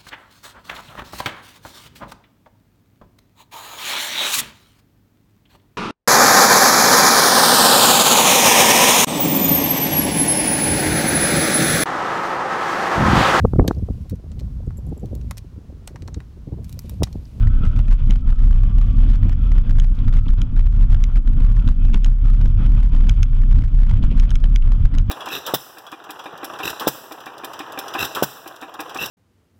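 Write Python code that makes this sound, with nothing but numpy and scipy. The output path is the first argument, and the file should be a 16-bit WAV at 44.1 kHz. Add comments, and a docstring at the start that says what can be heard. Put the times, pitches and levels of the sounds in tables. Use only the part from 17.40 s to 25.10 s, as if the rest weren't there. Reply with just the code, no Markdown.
"""A camera mount shakes about 32 times a second on the outside of a vehicle speeding along a dirt road.
The mount crackles at the ends of its widest swings, and gravel ticks against the camera's hard case.
Engine, tyres and wind boom through the vehicle's body, hard bumps knock, and the road hisses faintly.
Loose parts clink, scrape and squeal now and then. A limiter turns the sound down on the strongest swings."""
import sys
import numpy as np
from scipy import signal
from scipy.fft import rfft, irfft, next_fast_len
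from scipy.io import wavfile
from scipy.ndimage import uniform_filter1d

SR = 44100
rng = np.random.default_rng(int(sys.argv[2]) if len(sys.argv) > 2 else 0)


def wav_record(signal):
    """Record a signal, one row per channel, as 16-bit PCM in the file named by sys.argv[1]."""
    frames = np.transpose(np.atleast_2d(signal))
    bounded = np.clip(frames, -1, 1)
    # unit amplitude maps onto the largest positive 16-bit level
    quanta = np.round(bounded * 32767).astype(np.int16)
    wavfile.write(sys.argv[1], SR, quanta)


N = 339570

# Tyres hissing on dirt. Each row: time in seconds, relative level in dB.
HISS_LEVELS = [(0.0, -50.5), (0.22, -50), (0.42, -57), (0.65, -54.5), (1.0, -51.5), (1.35, -51.5),
               (1.65, -50), (1.88, -48.5), (2.2, -53), (2.45, -56.5), (2.73, -52.5), (3.0, -52),
               (3.3, -51.5), (3.53, -50), (3.7, -52), (4.0, -49.5), (4.27, -52.5), (4.62, -54), (5.05, -52),
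               (5.23, -50.5), (5.45, -51), (5.63, -50), (5.8, -52.5), (6.05, -54.5), (6.2, -50.5),
               (6.38, -59.5), (6.5, -48), (6.9, -52), (7.1, -54), (7.35, -49.5), (7.58, -49.5), (7.7, -46)]
# Fine sand washing off the tyres. Each row: time in seconds, level in dB compared with the hiss.
SAND_LEVELS = [(0.0, -8), (0.35, -4.5), (1.25, -7.5), (1.52, -3.5), (1.74, -5.5), (1.92, -5), (2.68, -8.5),
               (3.5, -9), (4.2, -9.5), (4.45, -5), (4.9, -6.5), (5.27, -6.5), (6.68, -5.5), (7.0, -9),
               (7.7, -7.5)]
# Lulls in the ride. Each row: middle in seconds, length in seconds, then how far the shaking,
# the rumble and the hiss change, in relative dB. Below zero is a dip, above zero a rise.
RIDE_LULLS = [(0.22, 0.078, -12.5, 4.5, 5), (0.326, 0.07, -15.5, -7, 1), (0.457, 0.071, -6.5, -3, 2.5),
              (0.608, 0.14, -6.5, -4, 1.5), (0.821, 0.1407, -15.5, -4.5, -7),
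              (0.958, 0.068, -13.5, -11.5, -0.5), (1.312, 0.073, -13, -1.5, -0.5),
              (1.469, 0.063, -8.5, -1.5, -4.5), (1.539, 0.049, -13, -2, 1), (1.808, 0.06, -10.5, -3.5, 1),
              (1.976, 0.13, -9, -0.5, -8), (2.26, 0.068, -10.5, -5.5, 3.5), (2.561, 0.0968, -15.5, -5.5, 2),
              (2.645, 0.053, -16.5, -11.5, -1), (2.842, 0.13, -10, -3.5, -3.5),
              (2.962, 0.055, -5.5, -17, -4), (3.089, 0.139, -17, -4.5, -5), (3.323, 0.12, -7.5, -2.5, -5),
              (3.473, 0.059, -15.5, -4, -6), (3.726, 0.077, -5, -5, -1), (3.828, 0.11, -14, -6.5, -6),
              (3.951, 0.076, -11, -1, -2.5), (4.241, 0.0939, -15.5, -5.5, -1), (4.378, 0.092, -7, 3.5, 0),
              (4.777, 0.16, -7, -10.5, -2), (4.965, 0.052, -6, 0, 4), (5.132, 0.15, -4.5, -2, -5),
              (5.503, 0.063, -12.5, -3, -7), (5.906, 0.25, -2.5, -6, -5.5), (6.305, 0.081, -9.5, -2, 0),
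              (6.611, 0.05, -8.5, 1, -7), (6.719, 0.13, -10.5, 1.5, -5.5), (6.884, 0.069, -11.5, 0.5, 2),
              (6.999, 0.063, -11.5, -8, 0), (7.2, 0.12, -1, -15.5, -8.5), (7.392, 0.1, -8.5, -5, -4.5),
              (7.499, 0.073, -17.5, -6, -4), (7.661, 0.1, -24, -6.5, -11.5)]
# Bumps in the road. Each row: middle in seconds, relative boom level in dB, relative panel level in dB.
ROAD_BUMPS = [(0.045, -16, -28), (0.249, -18, -28.5), (0.352, -16.5, -26), (0.701, -22.5, -30.5),
              (1.3, -19.5, -29.5), (1.44, -16, -31.5), (1.582, -16, -24), (1.7, -17, -21),
              (1.869, -14.5, -26.5), (2.099, -18.5, -31), (2.29, -24.5, -27.5), (2.641, -11, -26),
              (2.889, -17, -33), (3.01, -16.5, -29.5), (3.231, -16.5, -34.5), (3.389, -19, -33),
              (3.521, -15, -33), (4.01, -20, -30.5), (4.16, -21.5, -31.5), (4.271, -13, -24),
              (4.543, -17.5, -26), (5.031, -19, -28.5), (5.24, -19, -28.5), (5.36, -20.5, -22),
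              (5.661, -20.5, -26.5), (6.188, -11, -25.5), (6.499, -17.5, -26.5), (6.633, -19, -20.5),
              (6.74, -21, -27), (7.04, -21.5, -31), (7.431, -15, -32.5), (7.541, -22.5, -26)]
# Hard bumps. Each row: start in seconds, relative knock level in dB, relative thud level in dB.
HARD_JOLTS = [(0.234, -43, -20.5), (0.692, -50, -17), (1.85, -32, -16.5), (2.863, -33, -23.5),
              (4.27, -46, -26), (4.542, -28, -18.5), (6.624, -33, -21.5), (6.711, -44, -22)]
# Faint squeals. Each row: middle in seconds, length in seconds, pitch in Hz, width of the resonance
# in Hz (wider is hoarser), relative level in dB.
RUB_SQUEALS = [(0.164, 0.52, 1310, 37, -54.5), (0.244, 0.063, 1326, 170, -43.5),
               (0.09, 0.37, 1506, 18, -56), (0.35, 0.13, 1474, 70, -57.5), (.42, 0.26, 620, 14, -58),
               (0.928, 0.22, 1297, 51, -58.5), (1.384, 0.55, 1163, 25, -58.5),
               (2.069, 0.15, 1320, 28, -54.5), (2.783, 0.19, 1307, 20, -56.5), (4.101, 0.18, 1090, 73, -57),
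               (4.234, 0.12, 1370, 130, -56), (4.445, 0.12, 2560, 130, -61),
               (4.876, 0.072, 1270, 100, -50.5), (5.22, 0.087, 1300, 91, -54.5),
               (5.23, 0.083, 1500, 64, -55.5), (5.414, 0.35, 976, 46, -58)]
# Loose parts dragging. Each row: middle in seconds, length in seconds, pitch in Hz, level in dB.
PART_SCRAPES = [(0.244, 0.03, 2830, -46.5), (2.59, 0.0067, 3180, -44), (2.728, 0.0068, 3420, -43),
                (2.863, 0.041, 2620, -51), (2.884, 0.0059, 3450, -41), (2.985, 0.01, 3420, -48),
                (4.198, 0.012, 2800, -47.5), (4.535, 0.021, 2670, -38), (6.496, 0.01, 3030, -39),
                (6.631, 0.013, 3160, -40), (6.715, 0.0057, 2650, -41), (6.721, 0.063, 2550, -45),
                (6.894, 0.01, 3080, -41), (7.226, 0.015, 2550, -47)]
# Loose parts being tapped. Each row: start in seconds, peak level in dB, pitch in Hz.
PART_CLINKS = [(0.072, -31.5, 1850), (1.385, -37, 1780), (1.929, -31.5, 1780), (3.164, -39, 1710),
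               (4.168, -35.5, 1750), (4.546, -25, 2770), (5.932, -39, 1530), (6.035, -34, 1744),
               (6.432, -33, 1590), (7.041, -26.5, 3060)]
# Scuffs of loose grit. Each row: middle in seconds, relative peak level in dB.
GRIT_SCUFFS = [(0.254, -34.5), (0.265, -38), (0.364, -37.5), (0.373, -39), (0.392, -34.5), (0.483, -37),
               (0.514, -35.5), (0.529, -35), (0.702, -35), (0.718, -37), (0.759, -35.5), (0.893, -39.5),
               (0.905, -36.5), (0.992, -41), (1.024, -42.5), (1.062, -46), (1.13, -37), (1.162, -36),
               (1.388, -44), (1.416, -35.5), (1.7, -35.5), (1.716, -39), (1.740, -36.5), (1.757, -35.5),
               (1.896, -31.5), (2.119, -35.5), (2.182, -36.5), (2.297, -37), (2.309, -36), (2.387, -32),
               (2.446, -36.5), (2.683, -35.5), (2.729, -37), (2.739, -33), (2.753, -42), (2.771, -35.5),
               (2.891, -38), (3.165, -39), (3.267, -44), (3.411, -38.5), (3.518, -39), (3.53, -35.5),
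               (3.547, -31), (3.759, -35), (3.770, -37), (3.877, -36), (4.005, -37), (4.289, -30),
               (4.543, -30), (4.558, -42), (4.662, -34.5), (4.902, -38.5), (5.014, -35), (5.059, -34),
               (5.264, -38), (5.431, -34), (5.55, -36.5), (5.565, -39), (5.691, -34), (6.129, -37.5),
               (6.191, -34), (6.222, -32.5), (6.24, -34), (6.496, -35.5), (6.513, -33.5), (6.639, -35),
               (6.783, -36), (6.831, -38), (6.897, -41), (6.915, -31), (7.041, -39), (7.321, -36),
               (7.456, -33), (7.542, -35), (7.551, -32)]
# Stones hitting the case. Each row: time in seconds, relative level in dB, relative treble in dB.
STONE_HITS = [(0.708, -24.5, -20), (2.399, -23, -16), (3.0173, -24.5, -20.5), (3.6395, -20.5, -14),
              (4.2769, -27.5, -36), (4.5437, -23, -27), (4.6456, -22.5, -16.5), (5.6949, -16, -14.5),
              (5.8306, -19, -14), (6.7982, -24.5, -14), (6.9062, -26, -14), (6.9558, -25, -15),
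              (7.1599, -19.5, -14), (7.5844, -23.5, -18)]
# The tones the case rings with. Each row: pitch in Hz, width in Hz, relative level in dB.
CASE_TONES = [(1490, 180, -2.5), (2250, 350, 4.5), (3140, 410, 2), (4010, 260, -3.5), (4960, 780, -3),
              (6670, 520, -2.5), (8200, 1100, -15.5), (11200, 2500, -24.5), (14700, 1200, -23)]

# The tone colour of each noise. Each row: frequency in Hz, relative level in dB.
SPRAY_COLOUR = [(3800, 2.5), (6500, -2), (7600, -7.5), (11000, -12), (16000, -19.5)]  # the finest gravel on the case
HISS_COLOUR = [(250, 4.5), (450, 6.5), (800, 0), (1100, 4.5), (1400, 4), (1850, -8), (2100, -11)]  # tyres and air
SAND_COLOUR = [(2000, -5.5), (2550, 1.5), (2780, -5.5), (3000, 1.5), (3400, -0.5), (4000, -14.5),
               (5200, -16.5), (6500, -25.5), (8000, -34), (16000, -48.5)]  # sand off the tyres
CRUNCH_COLOUR = [(200, -19.5), (500, 1.5), (900, 2.5), (1600, 1.5), (3000, -5.5), (5000, -12.5),
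                 (8000, -20), (12000, -31), (16000, -36)]  # tiny hard contacts
KNOCK_COLOUR = [(280, 14.5), (370, -4.5), (520, -31), (1000, -1)]  # a jolt knocking the body
BOOM_COLOUR = [(35, 7.5), (48, 0), (60, 2.5), (78, -4), (98, -1.5), (120, -5), (150, -18), (190, -29)]  # the body's deep boom
PANEL_COLOUR = [(110, -24.5), (150, 2), (185, -2.5), (245, -2.5), (290, -12.5), (345, -25.5), (450, -33),
                (700, -35.5), (1500, -57)]  # drumming panels

MOUNT_HZ = 32.16  # the mount's usual swings per second
BOOM_DB, PANEL_DB = -19.5, -34  # base levels of the rumble between bumps
BOOM_SWELL_S, PANEL_SWELL_S = 0.23, 0.17  # how long a bump is heard in each


def from_db(db):
    """Turn decibels into a number to multiply by."""
    return 10 ** (np.asarray(db) / 20)


def rms_one(x):
    """Scale a signal so that its average strength (rms) is 1."""
    return x / np.sqrt(np.mean(x ** 2) + 1e-20)


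def level_curve(rows):
    """Join (time, level) points with straight lines, one value per sample."""
    times, levels = np.transpose(rows)
    return np.interp(np.arange(N) / SR, times, levels)


def drift(rate_hz):
    """A smooth random wobble, about 1 in size; a higher rate wobbles faster."""
    step, warm_up = 40, 2000
    r = np.exp(-2 * step * np.pi * rate_hz / SR)
    noise = rng.standard_normal(N // step + warm_up + 2)
    slow = signal.lfilter([1], [1, -2 * r, r * r], noise)[warm_up:]
    return np.interp(np.arange(N) / step, np.arange(len(slow)), rms_one(slow))


def coloured(x, colour):
    """Give a signal a tone colour, fading steeply beyond the table's ends; strength 1."""
    points_hz, points_db = np.transpose(colour)
    size = next_fast_len(N)
    hz = np.maximum(np.fft.rfftfreq(size, 1 / SR), 1)
    ends = np.minimum(1, np.minimum(hz / points_hz[0], points_hz[-1] / hz)) ** 4
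    gain = from_db(np.interp(np.log(hz), np.log(points_hz), points_db)) * ends
    return rms_one(irfft(rfft(x, size) * gain, size)[:N])


def coloured_noise(colour):
    """Fresh noise with the given tone colour."""
    return coloured(rng.standard_normal(N), colour)


def steady(x, seconds):
    """Even out the slow swells of a noise."""
    power = uniform_filter1d(x ** 2, max(int(seconds * SR), 2))
    return x / np.sqrt(np.abs(power) + 1e-9)


def resonance(x, hz, width_hz):
    """Make a signal ring at one pitch; a smaller width rings longer."""
    r = np.exp(-np.pi * width_hz / SR)
    feedback = [1, -2 * r * np.cos(2 * np.pi * hz / SR), r * r]
    return signal.lfilter(np.array([1, 0, -1]) * (1 - r * r) / 2, feedback, x + 1e-18)


def grains(per_s, spread_db):
    """Random tiny contacts, mostly weak, a few strong."""
    sizes = from_db(spread_db * np.minimum(rng.exponential(1, N), 4)) * rng.choice([-1, 1], N)
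    return sizes * (rng.random(N) < per_s / SR)


def swells(middles, lengths, heights):
    """Smooth humps that rise and fall around their middles."""
    t, out = np.arange(N) / SR, np.zeros(N)
    for middle, length, height in np.broadcast(middles, lengths, heights):
        on = slice(*np.searchsorted(t, [middle - length / 2, middle + length / 2]))
        out[on] += height * np.cos(np.pi * (t[on] - middle) / length) ** 2
    return out


def bursts(rows, rise_s):
    """A loudness curve that jumps up and dies away for each (start in seconds, peak in dB)."""
    out, age = np.zeros(N + SR), np.arange(SR // 10) / SR / rise_s
    for s, peak_db in rows:
        start = int(s * SR)
        out[start:start + len(age)] += from_db(peak_db) * age * np.exp(1 - age)
    return out[:N]


def lulls():
    """Three curves: how the shaking, the rumble and the hiss change in the lulls."""
    middles, lengths, *changes_db = np.transpose(RIDE_LULLS)
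    return [swells(middles, lengths, change_db) for change_db in changes_db]


def over_bumps(base_db, peak_db, length_s):
    """A loudness curve that rests at its base and swells on each bump."""
    middles = np.transpose(ROAD_BUMPS)[0]
    return from_db(base_db + swells(middles, length_s, peak_db - base_db))


def gravel_spray(lull_db, base_db=-71.0, flutter_db=3.5, lull_share=0.4):
    """The finest gravel patters on the case without a break."""
    patter = grains(per_s=2500, spread_db=7.0)
    level_db = base_db + lull_share * lull_db + flutter_db * drift(35)
    return from_db(level_db) * coloured(patter, SPRAY_COLOUR)


def road_hiss(lull_db, gain_db=0.1, flutter_db=2.5, sand_flutter_db=1.5, bump_share=0.32):
    """Tyres and air hiss under a wash of sand, dulled by the case; both rise a little on bumps."""
    middles, _, panel_db = np.transpose(ROAD_BUMPS)
    bump_db = bump_share * swells(middles, PANEL_SWELL_S, panel_db - PANEL_DB)
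    level_db = level_curve(HISS_LEVELS) + gain_db + bump_db + lull_db + flutter_db * drift(17.0)
    sand_db = level_curve(SAND_LEVELS) + sand_flutter_db * drift(30)
    sand = from_db(sand_db) * coloured_noise(SAND_COLOUR)
    return from_db(level_db) * (coloured_noise(HISS_COLOUR) + sand)


def squeals(gain_db=1.5, fade_s=0.011):
    """Something rubs lightly, and the friction makes it sing at one pitch for a moment."""
    t, out = np.arange(N) / SR, np.zeros(N)
    friction = rng.standard_normal(N)
    for middle, length, hz, width_hz, level_db in RUB_SQUEALS:
        fade = np.clip((length / 2 - np.abs(t - middle)) / fade_s, 0, 1)
        tone = rms_one(resonance(resonance(friction, hz, width_hz), hz, width_hz))
        out += from_db(level_db + gain_db) * fade * steady(tone, seconds=0.06)
    return out


def scrapes(width_hz=750):
    """A loose part drags for an instant: a run of tiny slips makes it ring roughly."""
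    slips = grains(per_s=9000, spread_db=6.5)
    out = np.zeros(N)
    for middle, length, hz, level_db in PART_SCRAPES:
        rasp = rms_one(resonance(resonance(slips, hz, width_hz), hz, 2 * width_hz))
        out += from_db(level_db) * swells(middle, length, 1) * rasp
    return out


def clinks(ring_s=0.0019, scuff_db=-6.5):
    """A loose part is tapped: a little scuff, and a brief ring at one pitch."""
    rings, t = np.zeros(N + SR), np.arange(SR // 10) / SR
    for s, peak_db, hz in PART_CLINKS:
        start = int(s * SR)
        ring = np.exp(-t / ring_s) * np.sin(2 * np.pi * hz * t)
        rings[start:start + len(t)] += from_db(peak_db) * ring
    contact = bursts([(s, peak_db) for s, peak_db, _ in PART_CLINKS], ring_s / 2)
    return rings[:N] + from_db(scuff_db) * contact * coloured_noise(CRUNCH_COLOUR)


def grit(length_s=0.0071, gain_db=-1.0, rebound_db=-20.0, stone_rebound_db=-50.5):
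    """Brief sprays of fine grains; a weak one follows half a swing after each scuff and stone."""
    half_swing_s = .5 / MOUNT_HZ
    rebounds = [(s + half_swing_s, peak_db + rebound_db) for s, peak_db in GRIT_SCUFFS]
    after_stones = [(row[0] + half_swing_s, stone_rebound_db) for row in STONE_HITS]
    middles, peak_db = np.transpose(GRIT_SCUFFS + rebounds + after_stones)
    crunch = coloured(grains(per_s=13000, spread_db=2.0), CRUNCH_COLOUR)
    return swells(middles, length_s, from_db(peak_db + gain_db)) * crunch


def stones(bounce_s=0.00075, bounce_db=-5.5, graze_db=-32, graze_s=0.0033, crack_db=-5.5, gain_db=-18.5):
    """A stone cracks against the case and chatters; the case rings differently at each spot."""
    lead = SR // 200  # samples of grazing before the hit
    out, t = np.zeros(N + SR), (np.arange(SR // 20) - lead) / SR
    crack_band = signal.butter(2, [1300, 3900], "band", fs=SR, output="sos")
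    for s, level_db, treble_db in STONE_HITS:
        contact = from_db(graze_db) * rng.standard_normal(len(t)) * np.exp(-np.abs(t) / graze_s)
        contact[lead] += 1  # the hit itself, then three ever weaker bounces
        delays_s = np.cumsum(bounce_s * (.5 + rng.random(size=3)))
        for k, delay_s in enumerate(delays_s, 1):
            contact[lead + int(delay_s * SR)] += from_db(k * bounce_db) * rng.choice([-1, 1])
        bright_db = 0.9 * (treble_db + 14)  # treble below -14 dulls the high tones
        tick = from_db(crack_db) * signal.sosfilt(crack_band, contact)
        for k, (hz, width_hz, tone_db) in enumerate(CASE_TONES):
            strength = from_db(tone_db + bright_db * (hz > 4500) + 1.5 * rng.standard_normal())
            spot_hz = hz * (1 + 0.013 * rng.standard_normal())
            tick += (-1) ** k * strength * resonance(contact, spot_hz, width_hz)
        start = int(s * SR) - lead
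        out[start:start + len(t)] += from_db(level_db + gain_db) * rms_one(tick)
    return out[:N]


def jolts(knock_s=0.005, knock_gain_db=-5.5, thud_hz=160, thud_width_hz=90, thud_s=0.0075):
    """A hard bump gives a short, dull knock over a low thud of the body."""
    knock_noise = steady(coloured_noise(KNOCK_COLOUR), seconds=0.022)
    knock = bursts([(s, db) for s, db, _ in HARD_JOLTS], knock_s) * knock_noise
    ring = resonance(resonance(rng.standard_normal(N), thud_hz, thud_width_hz), thud_hz, thud_width_hz)
    thud_noise = steady(rms_one(ring), 2 * thud_s) / np.sqrt(2)
    thud = bursts([(s, db) for s, _, db in HARD_JOLTS], thud_s) * thud_noise
    return from_db(knock_gain_db) * knock + thud


def body_rumble(lull_db, boom_flutter_db=2.5, panel_flutter_db=2.07, lull_share=0.86):
    """The vehicle's body booms deeply and its panels drum unevenly; both swell on the bumps."""
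    _, boom_db, panel_db = np.transpose(ROAD_BUMPS)
    boom = steady(coloured_noise(BOOM_COLOUR), seconds=0.035)
    panels = steady(coloured_noise(PANEL_COLOUR), seconds=0.036)
    boom *= over_bumps(BOOM_DB, boom_db + 2.0, BOOM_SWELL_S)
    boom *= from_db(boom_flutter_db * drift(7.3))
    panels *= over_bumps(PANEL_DB, panel_db - 1.4, PANEL_SWELL_S)
    panels *= from_db(panel_flutter_db * drift(24))
    return from_db(lull_share * lull_db) * (boom + panels)


def mount_crackle(swing, slack=0.44, slip_db=-43.0, tick_db=-63):
    """The mount's joint ticks as it shakes, and slips in tiny steps once a swing takes up its slack."""
    load = np.clip((np.abs(swing) - slack) / 0.22, 0, 1.1)
    slips = coloured(grains(per_s=8000, spread_db=6.0), CRUNCH_COLOUR)
    shaking = rms_one(uniform_filter1d(np.abs(swing), size=SR // 20))
    ticks = coloured(grains(per_s=150, spread_db=9.5), CRUNCH_COLOUR)
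    return from_db(slip_db) * load * slips + from_db(tick_db) * shaking * ticks


def mount_shake(lull_db, base_db=-9.5, widen_db=1.5, flutter_db=1.35, slowing_hz_per_db=0.43):
    """Bumps keep the mount swinging unevenly, wider where grit or stones strike; wide swings are slower."""
    strikes_s = [row[0] for row in GRIT_SCUFFS + STONE_HITS]
    roughness = np.minimum(swells(strikes_s, lengths=0.1091, heights=0.884), 1)
    width_db = widen_db * roughness + lull_db + flutter_db * drift(22)
    wander = 1 + 0.1205 * drift(9.08)
    hz = (MOUNT_HZ - slowing_hz_per_db * width_db) * wander
    # A bump that stops the swing starts it again out of step: deep, long lulls set it back most.
    lost_turns = np.cumsum(lull_db ** 2) / SR / 9.0
    turns = np.cumsum(hz) / SR - lost_turns
    return from_db(base_db + width_db) * np.sqrt(2) * np.sin(2 * np.pi * turns)


def limiter(x, threshold_db=-5.5, release_db_per_s=50, attack_s=0.015):
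    """Strong swings turn everything down, so the hiss dips under them and returns in the lulls."""
    over_db = np.maximum(20 * np.log10(np.abs(x) + 1e-9) - threshold_db, 0)
    ramp = release_db_per_s * np.arange(N) / SR
    held_db = np.maximum.accumulate(over_db + ramp, axis=-1) - ramp  # catch each peak, let go slowly
    r = np.exp(-1 / (attack_s * SR))
    cut_db = signal.lfilter([1 - r], [1, -r], held_db)
    return x * from_db(-cut_db)


def scene():
    """Add all the sources into one channel."""
    shake_lull_db, rumble_lull_db, hiss_lull_db = lulls()
    swing = mount_shake(shake_lull_db) + body_rumble(rumble_lull_db)
    rattles = mount_crackle(swing) + jolts() + clinks() + scrapes() + grit() + stones()
    background = road_hiss(hiss_lull_db) + gravel_spray(hiss_lull_db) + squeals()
    return (swing + rattles + background)[None]


def record(dry):
    """Hold down the loudest moments and cut the treble above 18000 Hz."""
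    low_pass = signal.cheby2(12, 70, 18000, fs=SR, output="sos")
    return signal.sosfilt(low_pass, limiter(dry))


dry = scene()
out = record(dry)
wav_record(out)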